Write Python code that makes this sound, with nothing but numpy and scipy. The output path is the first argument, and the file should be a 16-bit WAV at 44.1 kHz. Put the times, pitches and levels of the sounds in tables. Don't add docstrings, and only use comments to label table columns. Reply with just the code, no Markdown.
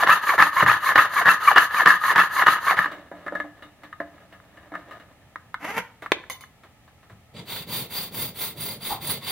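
import sys
import numpy as np
from scipy import signal
from scipy.fft import rfft, irfft
from scipy.io import wavfile
from scipy.ndimage import uniform_filter1d, map_coordinates

SR = 44100
rng = np.random.default_rng(int(sys.argv[2]) if len(sys.argv) > 2 else 0)


def persist_wave(psi):
    counts = np.round(np.clip(psi, -1, 1) * 32767).astype(np.int16)
    wavfile.write(sys.argv[1], SR, np.atleast_2d(counts).T)


N = 410571


# pitch_hz, level_db
AIR_COLOUR = [(15, -46.5), (25, -13.5), (92, 1), (249, -8), (354, -16), (818, -11.5), (1070, -23),
              (1290, -12), (1520, -27), (1740, -16), (5000, -33), (14800, -35), (16000, -38)]
# pitch_hz, side_minus_mid_db
MICROPHONE_WIDTH = [(30, -4.5), (100, -18.5), (600, -12.5), (1200, -14.5), (1800, -11), (2600, -3),
                    (4000, -1.5), (16000, -1)]
# start_s, level_db (lowered by 6.5 dB in frame())
FRAME_PINGS = [(6.299, -20.5), (6.409, -34)]
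# pitch_hz, width_hz, level_db
FRAME_RESONANCES = [(1080, 36, -4), (2110, 48, -2), (3020, 25, -8), (3580, 34, -11), (4310, 16, -25),
                    (6280, 34, -14), (9650, 110, -17), (12300, 25, -25), (15100, 19, -11)]
# start_s, level_db, thud_db
SHEET_KNOCKS = [(2.858, -17.5, -8), (3.115, -31.5, 13.5), (3.264, -28, 3), (3.28, -25.5, -4),
                (3.323, -26, 13.5), (3.352, -21.5, 1), (3.401, -21.5, -2.5), (3.44, -36.5, 14),
                (3.928, -31, -10), (4.002, -22.5, 8), (4.181, -48, -22), (4.401, -43, -22),
                (4.719, -34.5, 9.5), (4.739, -31.5, 4), (4.752, -25, -2.5), (5.358, -25, -11.5),
                (5.543, -19.5, -17), (6.061, -25.5, -10), (6.239, -37, -18), (6.438, -37, -18)]
# start_s, level_db
SHEET_SCUFFS = [(2.916, -33), (3.623, -39), (3.834, -40.5), (4.325, -44), (4.571, -45), (4.91, -36.5),
                (4.999, -44), (6.022, -34.5), (6.635, -47), (6.877, -50.5), (7.03, -52.5), (7.098, -47)]
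# time_s, level_db
DRAG_LEVEL = [(2.88, -42.5), (3.1, -53.5), (3.32, -44.5), (3.73, -61.5), (4.11, -55), (4.43, -57.5),
              (4.89, -51), (5.32, -64.5), (5.5, -61)]
# start_s, level_db
BENCH_BUMPS = [(.645, -30), (7.115, -43)]
# pitch_hz, width_hz, level_db
SHEET_RESONANCES = [(177, 7.8, 3), (294.8, 14, 0.5), (581, 33, -3), (679, 8, -4), (1143, 7.9, -14),
                    (1232, 35, -1.5), (1300, 27, -15), (1540, 16, -22.5), (1701.5, 35, 6.5), (1789, 85, -4),
                    (2040, 20, -11), (2720, 19, -10.5), (2874, 43, 3), (3701, 24, 1.5)]
# pitch_hz, width_hz, level_db
PEG_RESONANCE = [(182, 24, -2)]
# pitch_hz, level_db
CLACK_COLOUR = [(150, -33.5), (600, -12), (1100, 3.5), (1800, 1.5), (2150, -3), (2700, -31), (6000, -66.5)]
# pitch_hz, level_db
THUD_COLOUR = [(40, -37.5), (150, -16), (290, 1.5), (440, -6.5), (650, 5), (950, -4), (1600, -47.5),
               (5000, -61.5)]
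# pitch_hz, level_db
CRACK_COLOUR = [(1500, -9.5), (2600, -0.5), (3800, -1), (5000, -13), (8000, -17), (13000, -19.5),
                (16000, -16.5)]
# pitch_hz, level_db
SNAP_COLOUR = [(100, -28), (350, -4), (800, -2.5), (1250, -2), (2000, 3.5), (2900, -10.5), (3800, -7),
               (5000, -22), (9000, -32), (16000, -38)]
# pitch_hz, level_db
BENCH_COLOUR = [(30, -27.5), (70, -14.5), (115, 2), (200, -1), (320, -10), (600, -10), (1500, -42.5)]
# time_s, level_db
LAST_CUT_LEVEL = [(5.595, -55), (5.609, -44), (5.655, -32.5), (5.751, -36), (5.781, -21.5), (5.817, -41),
                  (5.911, -65), (5.92, -62)]
# time_s, rate_hz
LAST_CUT_TOOTH_RATE = [(5.6, 221), (5.715, 434.2), (5.8, 484)]
# pitch_hz, level_db
TEAR_COLOUR = [(35, -50), (60, -10.5), (294, -2.5), (363, -15.5), (540, -2.5), (903, -0.5), (1820, -5.5),
               (2000, 0), (3940, -25.5), (6580, -25), (7750, -34), (12100, -25), (16000, -42)]
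# start_s, force_db, brightness_db
FILE_STROKES = [(7.334, -9.5, -1), (7.451, -1, -1.5), (7.665, 0.5, -0.5), (7.885, 0.5, -0.5),
                (8.11, 0, 1.5), (8.336, 0, 1), (8.549, -.5, 1.5), (8.795, 0, -1), (9, 1, -1.5),
                (9.206, 0, -3)]
# time_s, level_db
JUDDER_LEVEL = [(8.88, -87), (8.905, -30), (8.92, -25.5), (8.95, -33.5), (8.99, -42.5), (9.03, -64)]
# pitch_hz, level_db
JUDDER_COLOUR = [(200, -16.5), (600, -13), (880, 3.5), (1100, -8), (1600, -21), (4000, -45.5)]
# pitch_hz, width_hz, level_db
VICE_RESONANCES = [(924, 51, 2.5), (1096, 15, 3.5), (2082, 19, 6.5), (3960, 170, -28), (4430, 21, 14.5),
                   (4710, 41, 16.5), (9070, 180, 4), (10590, 73, 13), (12040, 45, -1), (14360, 25, -6),
                   (14715, 58, -6)]
# pitch_hz, level_db
FILE_RASP_COLOUR = [(120, -6.5), (400, -1.5), (900, 1.5), (1700, -1.5), (2400, 2.5), (3000, -1.5),
                    (3600, 8), (4600, -6), (5400, -16), (8000, -11.5), (12000, -23)]
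# pitch_hz, level_db
FILE_HISS_COLOUR = [(5000, -17.5), (8000, -19.5), (9000, -16), (9900, -13), (10600, -13), (11500, -17.5),
                    (12600, -17), (14000, -3.5), (14700, -2.5), (15500, -5), (16000, -6)]
# start_s, jolt_level_db
SAW_STROKES = [(.072, -9), (.380, -7.5), (.663, -9.5), (.957, -8.5), (1.257, -11.5), (1.560, -8),
               (1.858, -9), (2.159, -12), (2.463, -12), (2.769, -8)]
# start_s, level_db, thud_db (thud lowered by 4 dB on the peg)
BLADE_SNAGS = [(.292, -12.5, -23), (.424, -7.5, -19), (.626, -9.5, -0.5), (1.514, -12.5, -25),
               (2.422, -11, -23.5), (2.710, -10.5, -28)]
# time_s, effort_db
SAWING_EFFORT = [(0, .5), (2.55, -0.5), (2.75, -2), (2.93, -15.5)]
# pitch_hz, level_db
SAW_RASP_COLOUR = [(40, -51), (90, -21.5), (180, -24), (450, -18.5), (700, -13), (1050, 0), (1450, -4),
                   (1800, -1.5), (2300, -18.5), (3200, -19.5), (4200, -26.5), (5500, -35), (9000, -62.5)]
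# pitch_hz, level_db
SAW_HISS_COLOUR = [(1500, -19), (3000, 0), (4200, 11), (5600, -4), (6700, 8), (7700, -11.5), (9000, 2.5),
                   (10200, 3), (11000, 3.5), (13400, 6), (14200, -2.5), (16000, -21.5)]
# pitch_hz, width_hz, level_db (at the start)
TONGUE_RESONANCE = [(1266, 28, -13)]

AIR_DB, ROOM_T60_S = -56.5, 0.44
RECORDER_TOP_HZ = 15800
SNAP_S, SNAP_DB = 6.119, -8
PRESSED_FLAT_S = 5.2
RATTLE_S, RATTLE_DOUBLES_DB = 0.0085, 12.5
SCUFF_S, SCUFF_THUD_DB, SCUFF_CRACK_DB = 0.026, 2.5, -10
FILE_END_S = 9.42
FILE_RASP_DB, FILE_HISS_DB, FILE_RUMBLE_DB = (-38, -38), (-32, -31.5), (-45.5, -51)
STROKE_S = .143
CATCH_AFTER_TURN_S, JOLT_AFTER_CATCH_S = .011, .021
CATCH_DB, CATCH_THUD_DB, JOLT_THUD_DB = -14.5, -8.5, -9
SNAG_FROM_TURN_S, SNAG_SCATTER_S, SNAG_DB, SNAG_THUD_DB = (-.033, 0.047), .007, -19, -26.5
TOOTH_HZ = (1150, 1349.4)
RASP_DB, HISS_DB = (-11.5, -11.5), (-42.5, -42)
LOW_SAW_DROP_DB = (9, 6.5)
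ROCKING_DB = (2, -5)
TONGUE_DB_PER_S = 6
GRIP, GRIP_S = .85, .024


def undb(db):
    return np.exp(np.asarray(db) * (np.log(10) / 20))


def unit(x):
    return x / np.sqrt(np.mean(x ** 2) + 1e-20)


def gain_curve(rows):
    times, levels_db = np.transpose(rows)
    return undb(np.interp(np.arange(N) / SR, times, levels_db, left=-150, right=-150))


def wander(rate, size=N):
    knots = rng.standard_normal(size // 8)
    place = np.arange(size) * (rate / SR)
    k = place.astype(int)
    return 1.2 * (knots[k] + (place - k) * np.diff(knots)[k])


def colour(x, points, size=2048):
    hz, db = np.transpose(points)
    bins = np.maximum(np.fft.rfftfreq(size, 1 / SR), 1)
    gain = undb(np.interp(np.log(bins), np.log(hz), db))
    cepstrum = irfft(np.log(gain))
    cepstrum[1:size // 2] *= 2
    cepstrum[size // 2 + 1:] = 0
    response = irfft(np.exp(rfft(cepstrum)))
    return signal.oaconvolve(x, response)[:len(x)]


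def ring(x, modes):
    return sum(undb(db) * signal.lfilter(*signal.iirpeak(hz, hz / width, fs=SR), x)
               for hz, width, db in modes)


def shifting_ring(x, modes, shift_db=3.5, size=64):
    out = np.zeros(N)
    for mode in modes:
        shift = undb(shift_db * (wander(10 * size, size=N // size + 1) - .5))
        out += ring(x, [mode]) * np.repeat(shift, size)[:N]
    return out


def add(track, s, sound, db):
    start = max(int(s * SR), 0)
    peak = np.sqrt(uniform_filter1d(sound ** 2, size=130).max())
    track[start:start + len(sound)] += (sound * undb(db) / peak)[:N - start]


def grit(spread_db, size=N):
    sizes_db = spread_db * np.minimum(rng.exponential(size=size), 5)
    return unit(rng.standard_normal(size) * undb(sizes_db))


def impact(rattle, rattle_s, size=14000):
    force = rattle * grit(2.4, size=size) * np.exp(-np.arange(size) / SR / rattle_s)
    force[0] += 1
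    return force


def hand(starts, end_s, lean):
    travel = np.interp(np.arange(N) / SR, np.append(starts, end_s), np.arange(len(starts) + 1))
    stroke = np.minimum(travel.astype(int), len(starts) - 1)
    angle = np.pi * travel
    height = (1 - np.cos(angle)) / 2
    speed = np.abs(np.sin(angle - lean * np.sin(angle)))
    return stroke, height, speed


def air():
    mid, side = (unit(colour(rng.standard_normal(N), AIR_COLOUR)) for _ in range(2))
    side = undb(4.0) * colour(side, MICROPHONE_WIDTH)
    return undb(AIR_DB) * np.array([mid + side, mid - side])


def workshop(x, room_db=-21, near_db=-15, size=22000):
    t = np.arange(size) / SR
    near = rng.standard_normal(size) * np.exp(-t / 0.011) * (t > .001)
    tail = rng.standard_normal(size) * undb(-60 * t / ROOM_T60_S) * (t > .007)
    tail = colour(tail / np.linalg.norm(tail), [(4000, 6.5), (14000, -6.5)])
    reflections = undb(near_db) * near / np.linalg.norm(near) + undb(room_db) * tail
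    mid = x + signal.oaconvolve(x, reflections)[:N]
    scatter = rng.standard_normal(size) * np.exp(-t / .014)
    scattered = signal.oaconvolve(mid, scatter / np.linalg.norm(scatter))[:N]
    side = colour(scattered, MICROPHONE_WIDTH)
    return np.array([mid + side, mid - side])


def frame(sag=0.19, size=12000):
    out, t = np.zeros(N), np.arange(size) / SR
    for s, db in FRAME_PINGS:
        force = impact(rattle=0.072, rattle_s=0.028, size=size)
        place = SR * (t - sag * t ** 2) + 0.013 * np.cumsum(wander(230, size=size))
        twang = map_coordinates(ring(force, FRAME_RESONANCES), [place])
        touch = undb(-18) * colour(force, TEAR_COLOUR) + undb(-32.5) * colour(force, SAW_HISS_COLOUR)
        add(out, s, twang + touch, db - 6.5)
    return out


def knock(force, thud_db, crack_db, ring_db, damping):
    blow = colour(force, CLACK_COLOUR)
    blow = blow + undb(thud_db) * colour(force, THUD_COLOUR)
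    blow = blow + undb(crack_db) * colour(force, CRACK_COLOUR)
    modes = [(hz, width * damping, db) for hz, width, db in SHEET_RESONANCES]
    return blow + undb(ring_db) * ring(blow, modes)


def drag():
    friction = grit(5)
    scrape = colour(friction, CLACK_COLOUR)
    scrape = scrape + undb(8) * colour(friction, THUD_COLOUR)
    scrape = scrape + undb(-10) * colour(friction, CRACK_COLOUR)
    scrape = unit(scrape + undb(4.5) * ring(scrape, SHEET_RESONANCES))
    return scrape * gain_curve(DRAG_LEVEL) * undb(3.7 * wander(27))


def sheet(free_damping=0.72, free_ring_db=9, held_ring_db=-4, crack_db=-21):
    out = np.zeros(N)
    contacts = [(s, db, thud_db, crack_db, RATTLE_S * 2 ** (thud_db / RATTLE_DOUBLES_DB))
                for s, db, thud_db in SHEET_KNOCKS]
    contacts += [(s, db, SCUFF_THUD_DB, SCUFF_CRACK_DB, SCUFF_S) for s, db in SHEET_SCUFFS]
    for s, db, thud_db, edge_db, rattle_s in contacts:
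        ring_db, damping = (free_ring_db, free_damping) if s < PRESSED_FLAT_S else (held_ring_db, 1.)
        force = impact(rattle=0.14, rattle_s=rattle_s)
        add(out, s, knock(force, thud_db, edge_db, ring_db, damping), db)
    add(out, SNAP_S, colour(impact(rattle=0.28, rattle_s=0.0029), SNAP_COLOUR), SNAP_DB)
    for s, db in BENCH_BUMPS:
        bump = colour(impact(rattle=0.078, rattle_s=0.039), BENCH_COLOUR)
        add(out, s, ring(bump, [(93, 41, 0)]), db)
    return out + drag()


def last_cut():
    t = np.arange(N) / SR
    tooth_hz = np.interp(t, *np.transpose(LAST_CUT_TOOTH_RATE)) * (1 + .045 * wander(200))
    teeth = np.cumsum(tooth_hz) / SR
    bites = np.diff(np.floor(teeth), prepend=0) * undb(2 * wander(500))
    bites = unit(bites - uniform_filter1d(bites, size=200))
    tear = colour(grit(5) + 1.2 * bites, TEAR_COLOUR)
    tear = unit(tear + undb(-9) * ring(tear, SHEET_RESONANCES))
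    return tear * gain_curve(LAST_CUT_LEVEL) * undb(1.4 * wander(180))


def file(tooth_hz=3900, note_db=-9, ease_db=6, vice_ring_db=1, hiss_force=3.5, rumble_force=0.32):
    starts, forces_db, brightness_db = np.transpose(FILE_STROKES)
    stroke, _, speed = hand(starts, FILE_END_S, lean=0)
    t, pull = np.arange(N) / SR, stroke % 2
    force_db, bright_db = forces_db[stroke], brightness_db[stroke]
    length_s = np.diff(starts, append=FILE_END_S)[stroke]
    progress = np.clip((t - starts[stroke]) / length_s, 0, 1)
    pressure = undb(ease_db * (.5 - progress) + 1.47 * wander(120))

    rasp, hiss = colour(grit(2.6), FILE_RASP_COLOUR), colour(grit(1.8), FILE_HISS_COLOUR)
    rasp = unit(rasp + undb(vice_ring_db) * shifting_ring(rasp, VICE_RESONANCES))
    hiss = unit(hiss + undb(vice_ring_db) * shifting_ring(hiss, VICE_RESONANCES))
    note_hz = tooth_hz * speed ** 0.43 * (1 + 0.04 * wander(900) + 0.066 * wander(14))
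    note = np.sin(2 * np.pi * np.cumsum(note_hz) / SR)

    rasp_gain = undb(np.take(FILE_RASP_DB, pull) + force_db - bright_db)
    rasp = (rasp + undb(note_db) * note) * rasp_gain * (0.056 + speed ** 1.27)
    hiss_gain = undb(np.take(FILE_HISS_DB, pull) + hiss_force * force_db + bright_db)
    hiss = hiss * hiss_gain * (0.037 + speed ** 1.67)
    rumble_gain = undb(np.take(FILE_RUMBLE_DB, pull) + rumble_force * force_db)
    rumble = unit(colour(grit(1.9), BENCH_COLOUR)) * rumble_gain * (1.02 + speed)
    judder = unit(colour(grit(3.3), JUDDER_COLOUR)) * gain_curve(JUDDER_LEVEL)
    filing = uniform_filter1d((t > starts[0]) * 1., size=600)
    return ((rasp + hiss) * pressure + rumble) * filing + judder


def snags(bench_db=-14):
    out, blows = np.zeros(N), list(BLADE_SNAGS)
    effort = np.transpose(SAWING_EFFORT)
    for (s, jolt_db), chance in zip(SAW_STROKES, rng.standard_normal((len(SAW_STROKES), 2))):
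        lesser = s - CATCH_AFTER_TURN_S + np.array(SNAG_FROM_TURN_S) + SNAG_SCATTER_S * chance
        blows += [(at, SNAG_DB + np.interp(at, *effort), SNAG_THUD_DB) for at in lesser]
        blows.append((s, CATCH_DB + np.interp(s, *effort), CATCH_THUD_DB))
        blows.append((s + JOLT_AFTER_CATCH_S, jolt_db, JOLT_THUD_DB))
    for s, db, thud_db in blows:
        force = impact(rattle=0.26, rattle_s=0.0049)
        add(out, s, knock(force, thud_db - 4, crack_db=-24, ring_db=3.5, damping=1.), db)
        add(out, s, colour(force, BENCH_COLOUR), db + thud_db + bench_db)
    return out


def saw_turns():
    tops = np.array(SAW_STROKES)[:, 0] - CATCH_AFTER_TURN_S
    return np.append(tops[0] - STROKE_S, np.column_stack([tops, tops + STROKE_S]))


def tooth_bites(teeth, bite_db):
    chips = np.maximum.accumulate(np.abs(teeth + .25 * wander(1200))).astype(int)
    forces = undb(bite_db * rng.standard_normal(N // 8))
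    return np.diff(chips, prepend=0) * forces[chips]


def saw(bite_db=4.0, chips_db=-1, flutter_db=3.0, idle=0.18, lean=.2, octave_db=-10, hiss_lift_db=3.2,
        hiss_effort=1.4):
    t, turns = np.arange(N) / SR, saw_turns()
    stroke, height, speed = hand(turns[:-1], turns[-1], lean)
    down, sawing = stroke % 2, t < turns[-1]
    effort_db = np.interp(t, *np.transpose(SAWING_EFFORT))
    teeth = np.cumsum(np.take(TOOTH_HZ, down) * speed * (1 + .045 * wander(250))) / SR

    bites = tooth_bites(teeth, bite_db)
    body = colour(bites / np.std(bites[sawing]) + undb(chips_db) * grit(3.1), SAW_RASP_COLOUR)
    body = body - uniform_filter1d(body, size=600)
    body = body + undb(4.5) * shifting_ring(body, SHEET_RESONANCES)
    tongue_gain = undb(TONGUE_DB_PER_S * np.minimum(t, turns[-1]))
    body = body + shifting_ring(body, TONGUE_RESONANCE) * tongue_gain

    rocking = undb(np.take(ROCKING_DB, down) + 4 * wander(70))
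    rocking = rocking * np.minimum(1.6 * height, 1) ** 2 * speed ** 1.6
    note = np.sin(2 * np.pi * teeth) + undb(octave_db) * np.sin(2 * np.pi * 2 * teeth)

    low_drop_db = np.take(LOW_SAW_DROP_DB, down) * (1.5 - height ** 2)
    loose = undb(np.take(RASP_DB, down) + effort_db - low_drop_db + flutter_db * wander(130))
    caught_s = t - turns[stroke] - CATCH_AFTER_TURN_S
    grip = GRIP * down * (caught_s > 0) * np.exp(-np.abs(caught_s) / GRIP_S)
    rasp = (body / np.std(body[sawing]) + note * rocking) * loose * (idle + speed + grip)

    puffs = 1 + 0.68 * np.cos(2 * np.pi * teeth)
    scrape = unit(colour(grit(2.0) * puffs, SAW_HISS_COLOUR))
    hiss_db = np.take(HISS_DB, down) + hiss_effort * effort_db - hiss_lift_db * (0.5 - height)
    hiss = scrape * undb(hiss_db + 1.8 * wander(70)) * (0.1 + speed ** 1.4)
    return (rasp + hiss) * uniform_filter1d(sawing * 1., size=1500)


def scene():
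    on_peg = saw() + snags() + sheet() + last_cut()
    bench_work = on_peg + ring(on_peg, PEG_RESONANCE) + frame() + file()
    return workshop(bench_work) + air()


def record(dry):
    low_pass = signal.ellip(10, .2, 80, RECORDER_TOP_HZ, fs=SR, output="sos")
    return signal.sosfilt(low_pass, np.clip(dry, -1, 1))


dry = scene()
out = record(dry)
persist_wave(out)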